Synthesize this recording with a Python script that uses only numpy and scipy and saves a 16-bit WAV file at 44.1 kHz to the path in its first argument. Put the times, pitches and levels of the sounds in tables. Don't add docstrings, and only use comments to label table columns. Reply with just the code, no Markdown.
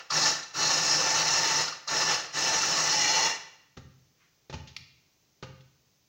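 import sys
import numpy as np
from scipy import signal
from scipy.fft import rfft, irfft, next_fast_len
from scipy.io import wavfile
from scipy.ndimage import uniform_filter1d, map_coordinates

SR = 44100
rng = np.random.default_rng(int(sys.argv[2]) if len(sys.argv) > 2 else 0)


def wrap_up_sound(samples):
    columns = np.atleast_2d(samples).T
    tamed = np.clip(columns, -1, 1)
    steps = np.round(tamed * 32767).astype(np.int16)
    wavfile.write(sys.argv[1], SR, steps)


N = 268125

# t/s, lift (0 deep, 1 at the surface)
HEAD_LIFT = [(0.1, 0), (0.8, 0), (1.4, 0.12), (1.9, 0), (2.8, 0.13), (2.93, .45), (3.08, 1), (3.6, 0.57)]


def amp(db):
    return 10 ** (np.asarray(db) / 20)


def unit(x):
    return x / np.sqrt(np.mean(x ** 2) + 1e-20)


def along(points, hz):
    f, v = np.transpose(points)
    return np.interp(np.log(hz + 1), np.log(f + 1), v)


def automation(points):
    times, values = np.transpose(points)
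    return np.interp(np.arange(N) / SR, times, values)


def wobble(rate):
    return map_coordinates(rng.standard_normal(int(N * rate / SR) + 4), [np.arange(N) * rate / SR])


def filtered(x, response):
    size = next_fast_len(N + SR // 2)
    return irfft(rfft(x, size) * response(np.fft.rfftfreq(size, 1 / SR)), size)[:N]


def noise(spectrum):
    return unit(filtered(rng.standard_normal(N), lambda hz: amp(along(spectrum, hz))))


def band(hz, low_hz, high_hz, order=12):
    return ((1 + (low_hz / (hz + 1)) ** (2 * order)) * (1 + (hz / high_hz) ** (2 * order))) ** -.5


def pass_filter(x, kind, hz, order):
    return signal.sosfilt(signal.butter(order, hz, kind, fs=SR, output="sos"), x)


def add(track, s, sound):
    start = int(np.clip(round(s * SR), 0, N - 1))
    track[start:start + len(sound)] += sound[:N - start]


def strike(modes, scatter_db, contact_s, scrape):
    t = np.arange(SR // 3) / SR
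    hz, width, db = np.transpose(modes)[:, :, None]
    strength = width * amp(db + scatter_db * rng.standard_normal(hz.shape))
    partials = np.sin(2 * np.pi * (hz * t + rng.random(hz.shape)))
    attack = 1 - np.exp(-t / 0.0004)
    ring = attack * np.sum(strength * np.exp(-np.pi * width * t) * partials, axis=0)
    grit = rng.standard_normal(len(t)) * np.exp(-t / contact_s)
    blow = ring + scrape * signal.fftconvolve(ring, grit / np.linalg.norm(grit))[:len(t)]
    return blow / np.abs(blow).max()


def puff(spectrum, decay_s):
    t = np.arange(SR // 3) / SR
    colour = amp(along(spectrum, np.fft.rfftfreq(len(t), 1 / SR)))
    coloured = irfft(rfft(rng.standard_normal(len(t))) * colour, len(t))
    burst = coloured * np.exp(-t / decay_s) * (1 - np.exp(-t / 0.0016))
    return burst / np.abs(burst).max()


def hiss():
    colour = [(15, -43), (25, -18.5), (55, -11), (161, -3), (205, -12), (268, -10.5), (315, -10.5),
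              (555, -15.5), (1720, -21.5), (2320, -18.5), (3290, -19.5), (3560, -19.5), (6280, -13.5),
              (8450, -34), (13500, -33.5), (14900, -19.5), (15700, -20)]
    return amp(-68.5) * noise(colour)


def drive():
    # on t/s, off t/s, then at full speed cavitation level/dB, churn level/dB, rumble level/dB
    presses = [(-0.6, -0.152, -26.5, -27.5, -45), (0.091, 0.297, -26.5, -30.5, -44.5),
               (0.527, 1.616, -28, -31.5, -46), (1.862, 2.147, -29, -31, -46),
               (2.318, 3.263, -28.5, -33, -46.5)]
    spin_up_s, coast_s, heave_lag_s = 0.026, 0.118, 0.024
    t = np.arange(N) / SR
    on, off, cavitation_db, churn_db, rumble_db = np.transpose(presses)[:, :, None]
    running, coasting = np.maximum(t - on, 0), np.maximum(t - off, 0)
    speed = (1 - np.exp(-running / spin_up_s)) * np.exp(-coasting / coast_s)
    lift = automation(HEAD_LIFT)
    cavitation = amp(cavitation_db + 1.76 * lift) * speed ** 2.29
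    churn = amp(churn_db + 5 * lift) * speed ** 1.85
    heave = (1 - np.exp(-running / heave_lag_s)) * speed
    surge_db = 5.5 * np.exp(-running / 0.1)
    rumble = amp(rumble_db + surge_db) * heave ** 2.21
    return [each.max(axis=0) for each in (speed, cavitation, churn, rumble)]


def lumpy_noise(depth_db):
    spectrum = signal.stft(rng.standard_normal(N), nperseg=512)[2]
    patches = uniform_filter1d(rng.standard_normal(spectrum.shape), size=5, axis=0)
    patches = uniform_filter1d(patches, size=10, axis=1)
    return signal.istft(spectrum * amp(depth_db * unit(patches)), nperseg=512)[1][:N]


def pot(force, low_hz, high_hz):
    # f/Hz, width/Hz, head-deep level/dB, head-shallow level/dB
    modes = [(156.6,24,-10.5,-18.5), (309,43,-14.5,-12.5), (527,13,-18,-17.5), (758,220,-15,-16),
             (855,68,-11.5,-10.5), (1118,61,-12,-15), (1318,250,-11,-17), (1778,77,-6,-19),
             (1843,43,-19.5,-1), (1982,64,-11,0), (2333,83,-17.5,-6), (2688,98,-9,-13.5),
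             (2801,68,-16,-1.5), (2991,36,-9.5,-5), (3426,24,-23,-3.5), (3910,200,-17,-20.5),
             (4187,110,-11,-6), (4344,45,-22,-4), (4540,35,-6.5,-10), (4925,24,-8.5,-20), (5124,57,-4.5,-2),
             (5300,210,-6.5,-7.5), (5633,53,-1.5,2), (5757,71,-7,-8), (6005,148,-6,-3.5),
             (6230,85,-17.5,-10), (6585,210,-9,-9), (6750,34,-11.5,-6)]
    roar = [(25, -35.5), (60, -37), (110, -21), (230, -27.5), (400, -17), (1200, -16), (3300, -20),
            (5800, -20), (7000, -18.5), (8000, -30.5), (10000, -44), (13600, -52.5), (14700, -39.5),
            (15800, -34)]
    grid_hz = np.arange(0, SR / 2, 4)
    centre, width, deep_db, shallow_db = np.transpose(modes)
    peaks = (1 + ((grid_hz[:, None] - centre) / (0.69 * width)) ** 2) ** -2

    def ring(mode_db):
        gain = np.sqrt(amp(along(roar, grid_hz)) ** 2 + peaks @ amp(mode_db) ** 2)
        return unit(filtered(force, lambda hz: np.interp(hz, grid_hz, gain) * band(hz, low_hz, high_hz)))

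    lift = automation(HEAD_LIFT)
    blend = (1 - lift) * ring(deep_db) + lift * ring(shallow_db)
    slosh = np.arange(N) + np.cumsum(.003 * wobble(9))
    return unit(map_coordinates(blend, [slosh], order=5, mode="mirror"))


def blade(cavitation, churn, rumble):
    shaft_hz = 160 * (1 + 0.0608 * wobble(40))
    turns = np.cumsum(shaft_hz) / SR
    blade_pulse = amp(1.4 * np.sin(4 * np.pi * turns))
    lumps = wobble(45)
    cavities = lumpy_noise(depth_db=1.48) * blade_pulse * amp(.5 * lumps + 0.81 * wobble(120))
    chopping = lumpy_noise(depth_db=1.3) * blade_pulse * amp(1.5 * lumps + 0.36 * wobble(70))
    heaving = rng.standard_normal(N)
    return (cavitation * pot(cavities, low_hz=3650, high_hz=18000)
            + churn * pot(chopping, low_hz=406, high_hz=4060)
            + rumble * pot(heaving, low_hz=20, high_hz=425))


def rim(shaking):
    modes = [(131.4, 2.8, -6.5), (516.6, 2.2, 9), (1920, 8, -8.5), (2785, 6, -7.5), (4230, 9, -3.5),
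             (4370, 8, 1)]
    centres, widths, db = np.transpose(modes)
    widths = np.maximum(widths, 4)

    def resonances(hz):
        return sum(gain * 1j * hz * width / (centre ** 2 - hz ** 2 + 1j * hz * width)
                   for centre, width, gain in zip(centres, widths, amp(db)))

    return filtered(shaking, resonances)


def kitchen(send):
    decay_times = [(120, 0.82), (500, 0.56), (2500, 0.77), (6000, 0.57), (14000, 0.38)]
    hz, t, spectrum = signal.stft(rng.standard_normal(SR * 3 // 4), SR, nperseg=256)
    decay = amp(-60 * t / along(decay_times, hz)[:, None])
    tail = signal.istft(spectrum * decay, SR, nperseg=256)[1]
    tail = np.pad(tail, (SR // 200, 0))
    return signal.fftconvolve(send, tail / np.linalg.norm(tail))[:N]


def coupling():
    clacks = [(0.0024, -34.5), (0.1044, -17.5), (0.121, -19), (0.43, -27), (1.679, -20), (1.725, -24),
              (1.877, -19.5), (1.8844, -24)]
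    modes = [(870, 90, -18), (1215, 200, 2.5), (1376, 59, -5.5), (2430, 550, -14), (4150, 350, -4.5),
             (4680, 1200, 5), (5840, 650, -19), (6700, 400, -12)]
    eq = [(100, -20), (700, -7), (1400, -0.5), (6800, -4), (8500, -6.5), (13000, -32)]  # f/Hz, level/dB
    out = np.zeros(N)
    t = np.arange(SR // 3) / SR
    engage = 1 - np.exp(-t / 0.0094)
    for s, db in clacks:
        clack = engage * strike(modes, scatter_db=8.5, contact_s=.006, scrape=2.7)
        add(out, s - .002, amp(db) * clack / np.abs(clack).max())
    return filtered(out, lambda hz: amp(along(eq, hz)))


def motor(speed, churn):
    whine_pitch = [(0.1, 876.5), (1.01, 875), (1.65, 895.3), (2.87, 869), (3.3, 891)]
    power = np.clip((speed - .55) / .4, 0, 1)
    lift = automation(HEAD_LIFT)
    inertia = np.exp(-1 / (0.051 * SR))
    spun_up = signal.lfilter([1 - inertia], [1, -inertia], power)

    def rough_tone(hz, stagger, flutter_rate):
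        phase = 2 * np.pi * np.cumsum(hz * (1 + stagger * wobble(14))) / SR
        return unit((1 + wobble(flutter_rate)) * np.sin(phase) + wobble(flutter_rate) * np.cos(phase))

    whine_gain = churn * amp(-10.5 + 2.5 * lift)
    whine = whine_gain * rough_tone(automation(whine_pitch), stagger=0.015, flutter_rate=65)
    hum_hz = 163 * (1 + 0.02 * lift) * (.84 + 0.15 * spun_up)
    hum = amp(-53) * rough_tone(hum_hz, stagger=.025, flutter_rate=27)
    return power * (whine + hum)


def caught_lumps():
    flares = [(0.235, 0.02, 4400, 450, -29.5), (0.655, 0.058, 4250, 219, -32.5),
              (0.923, 0.061, 5230, 330, -27.5), (2.633, 0.012, 1360, 120, -35),
              (3.204, 0.031, 868, 119.5, -32.5)]
    t = np.arange(N) / SR
    out = np.zeros(N)
    for s, half_s, centre_hz, width_hz, db in flares:
        white = rng.standard_normal(N)
        resonance = filtered(white, lambda hz: 1 / (1 + ((hz - centre_hz) / (1.1 * width_hz)) ** 2))
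        out += amp(db) * np.exp(-((t - s) / half_s) ** 2) * unit(resonance)
    return out


def knocks():
    # t/s, level/dB, then relative to it thump/dB, treble above 2 kHz/dB, bell/dB
    hits = [(3.769,-46,3.5,5,-28), (3.773,-37,0.5,2.5,-36), (4.497,-33,-9,-0.5,-32),
            (4.527,-34.5,-7,3,-28.5), (4.535,-32,-34,-6,-28), (4.540,-32,-0.5,3.5,-36),
            (5.426,-32,-5.5,-2.5,-26), (5.431,-32.5,-21,-0.5,-13.5)]
    wall_modes = [(410, 140, 6), (538, 31, 0.5), (610, 51, -12), (876, 40, 4.5), (1200, 74, 3),
                  (1230, 220, -5), (1575, 21, -8.5), (1860, 74, -4), (2450, 41, 1.5), (2800, 19, 4),
                  (3010, 130, -3.5), (3330, 45, -9.5), (3770, 530, -3.5), (4010, 30, -8), (4480, 90, -13),
                  (5800, 130, -26), (6030, 60, -34), (6570, 100, -40), (6900, 170, -17)]
    thud = [(100, -3), (330, -13), (700, -4.5), (1200, -6), (3000, -9.5), (6500, -12), (7500, -29),
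            (9000, -42)]
    bell_modes = [(523.3, -3, 0.6), (690, 2, 0.04), (848, 5.5, 0.063)]
    worktop_modes = [(88.8, 15.6, -1.5), (131.7, 11.6, 2), (157.6, 31, 1), (238.6, 36, -4)]
    rocks = [(3.851,-44.5), (4.552,-36), (4.566,-42), (4.617,-49), (4.804,-49.5), (5.488,-41), (5.6,-62)]
    wall, thump = np.zeros(N), np.zeros(N)
    t = np.arange(SR // 3) / SR
    sway = sum(amp(db) * np.exp(-np.pi * width * t) * np.sin(2 * np.pi * hz * t)
               for hz, width, db in worktop_modes)
    sway *= 1 - np.exp(-t / 0.0054)
    sway /= np.abs(sway).max()
    bell = sum(amp(db - 60 * t / t60) * np.sin(2 * np.pi * hz * t) for hz, db, t60 in bell_modes)
    for s, db, thump_db, treble_db, bell_db in hits:
        blow = strike(wall_modes, scatter_db=2, contact_s=0.0027, scrape=1.0)
        blow += amp(-3) * puff(thud, decay_s=0.01)
        body = pass_filter(blow, "low", hz=2000, order=1)
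        add(wall, s, amp(db - 1.5) * (body + amp(treble_db) * (blow - body) + amp(bell_db) * bell))
        add(thump, s, amp(db + thump_db - 0.5) * sway)
    for s, db in rocks:
        add(thump, s, amp(db - 0.5) * sway)
    thump = pass_filter(thump, "high", hz=55, order=2)
    return filtered(wall, lambda hz: band(hz, 120, 8900)) + thump


def cord():
    swell = [(4.12, -100), (4.19, -76), (4.22, -65.5), (4.28, -73), (4.36, -99), (4.45, -100)]
    colour = [(300, -51.5), (1100, -7), (2200, -3.5), (3200, -9.5), (6000, -20), (9000, -40)]
    return amp(automation(swell)) * noise(colour)


def handle():
    clicks = [(4.673, -38, 0.013, 7360), (4.7644, -24, 0.002, 15040), (5.607, -51, 0.004, 6600)]
    modes = [(1290, 120, -6), (1876, 160, -5), (2290, 250, -3), (2760, 210, 7), (3430, 260, 4),
             (4270, 170, -2), (4530, 780, -5.5), (5700, 450, -8)]
    snap = [(300, -22), (1000, -19), (1900, -5.5), (3000, -2), (4600, 1.5), (6500, -4), (8200, -21),
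            (12000, -23), (15000, -30)]
    eq = [(600, -9), (1250, 0), (6800, -3), (8000, -7), (10000, -8), (14000, -5)]  # f/Hz, level/dB
    out = np.zeros(N)
    for s, db, contact_s, top_hz in clicks:
        click = strike(modes, scatter_db=2, contact_s=contact_s, scrape=0.83)
        click += amp(2.5) * puff(snap, decay_s=1.6 * contact_s)
        add(out, s, amp(db - 3) * pass_filter(click, "low", hz=top_hz, order=6))
    return filtered(out, lambda hz: amp(along(eq, hz)))


def scene():
    speed, cavitation, churn, rumble = drive()
    whirr = blade(cavitation, churn, rumble) + motor(speed, churn) + caught_lumps()
    clacks, bumps = coupling(), knocks()
    grip = handle() + cord()
    singing = rim(amp(-0.5) * whirr + amp(-3) * bumps)
    room = kitchen(amp(-10.5) * whirr + amp(-10) * clacks + amp(-5.5) * bumps + amp(-7) * grip)
    return (whirr + clacks + bumps + grip + singing + room + hiss())[None]


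def record(dry):
    return filtered(dry[0], lambda hz: hz < 15800)[None]


dry = scene()
out = record(dry)
wrap_up_sound(out)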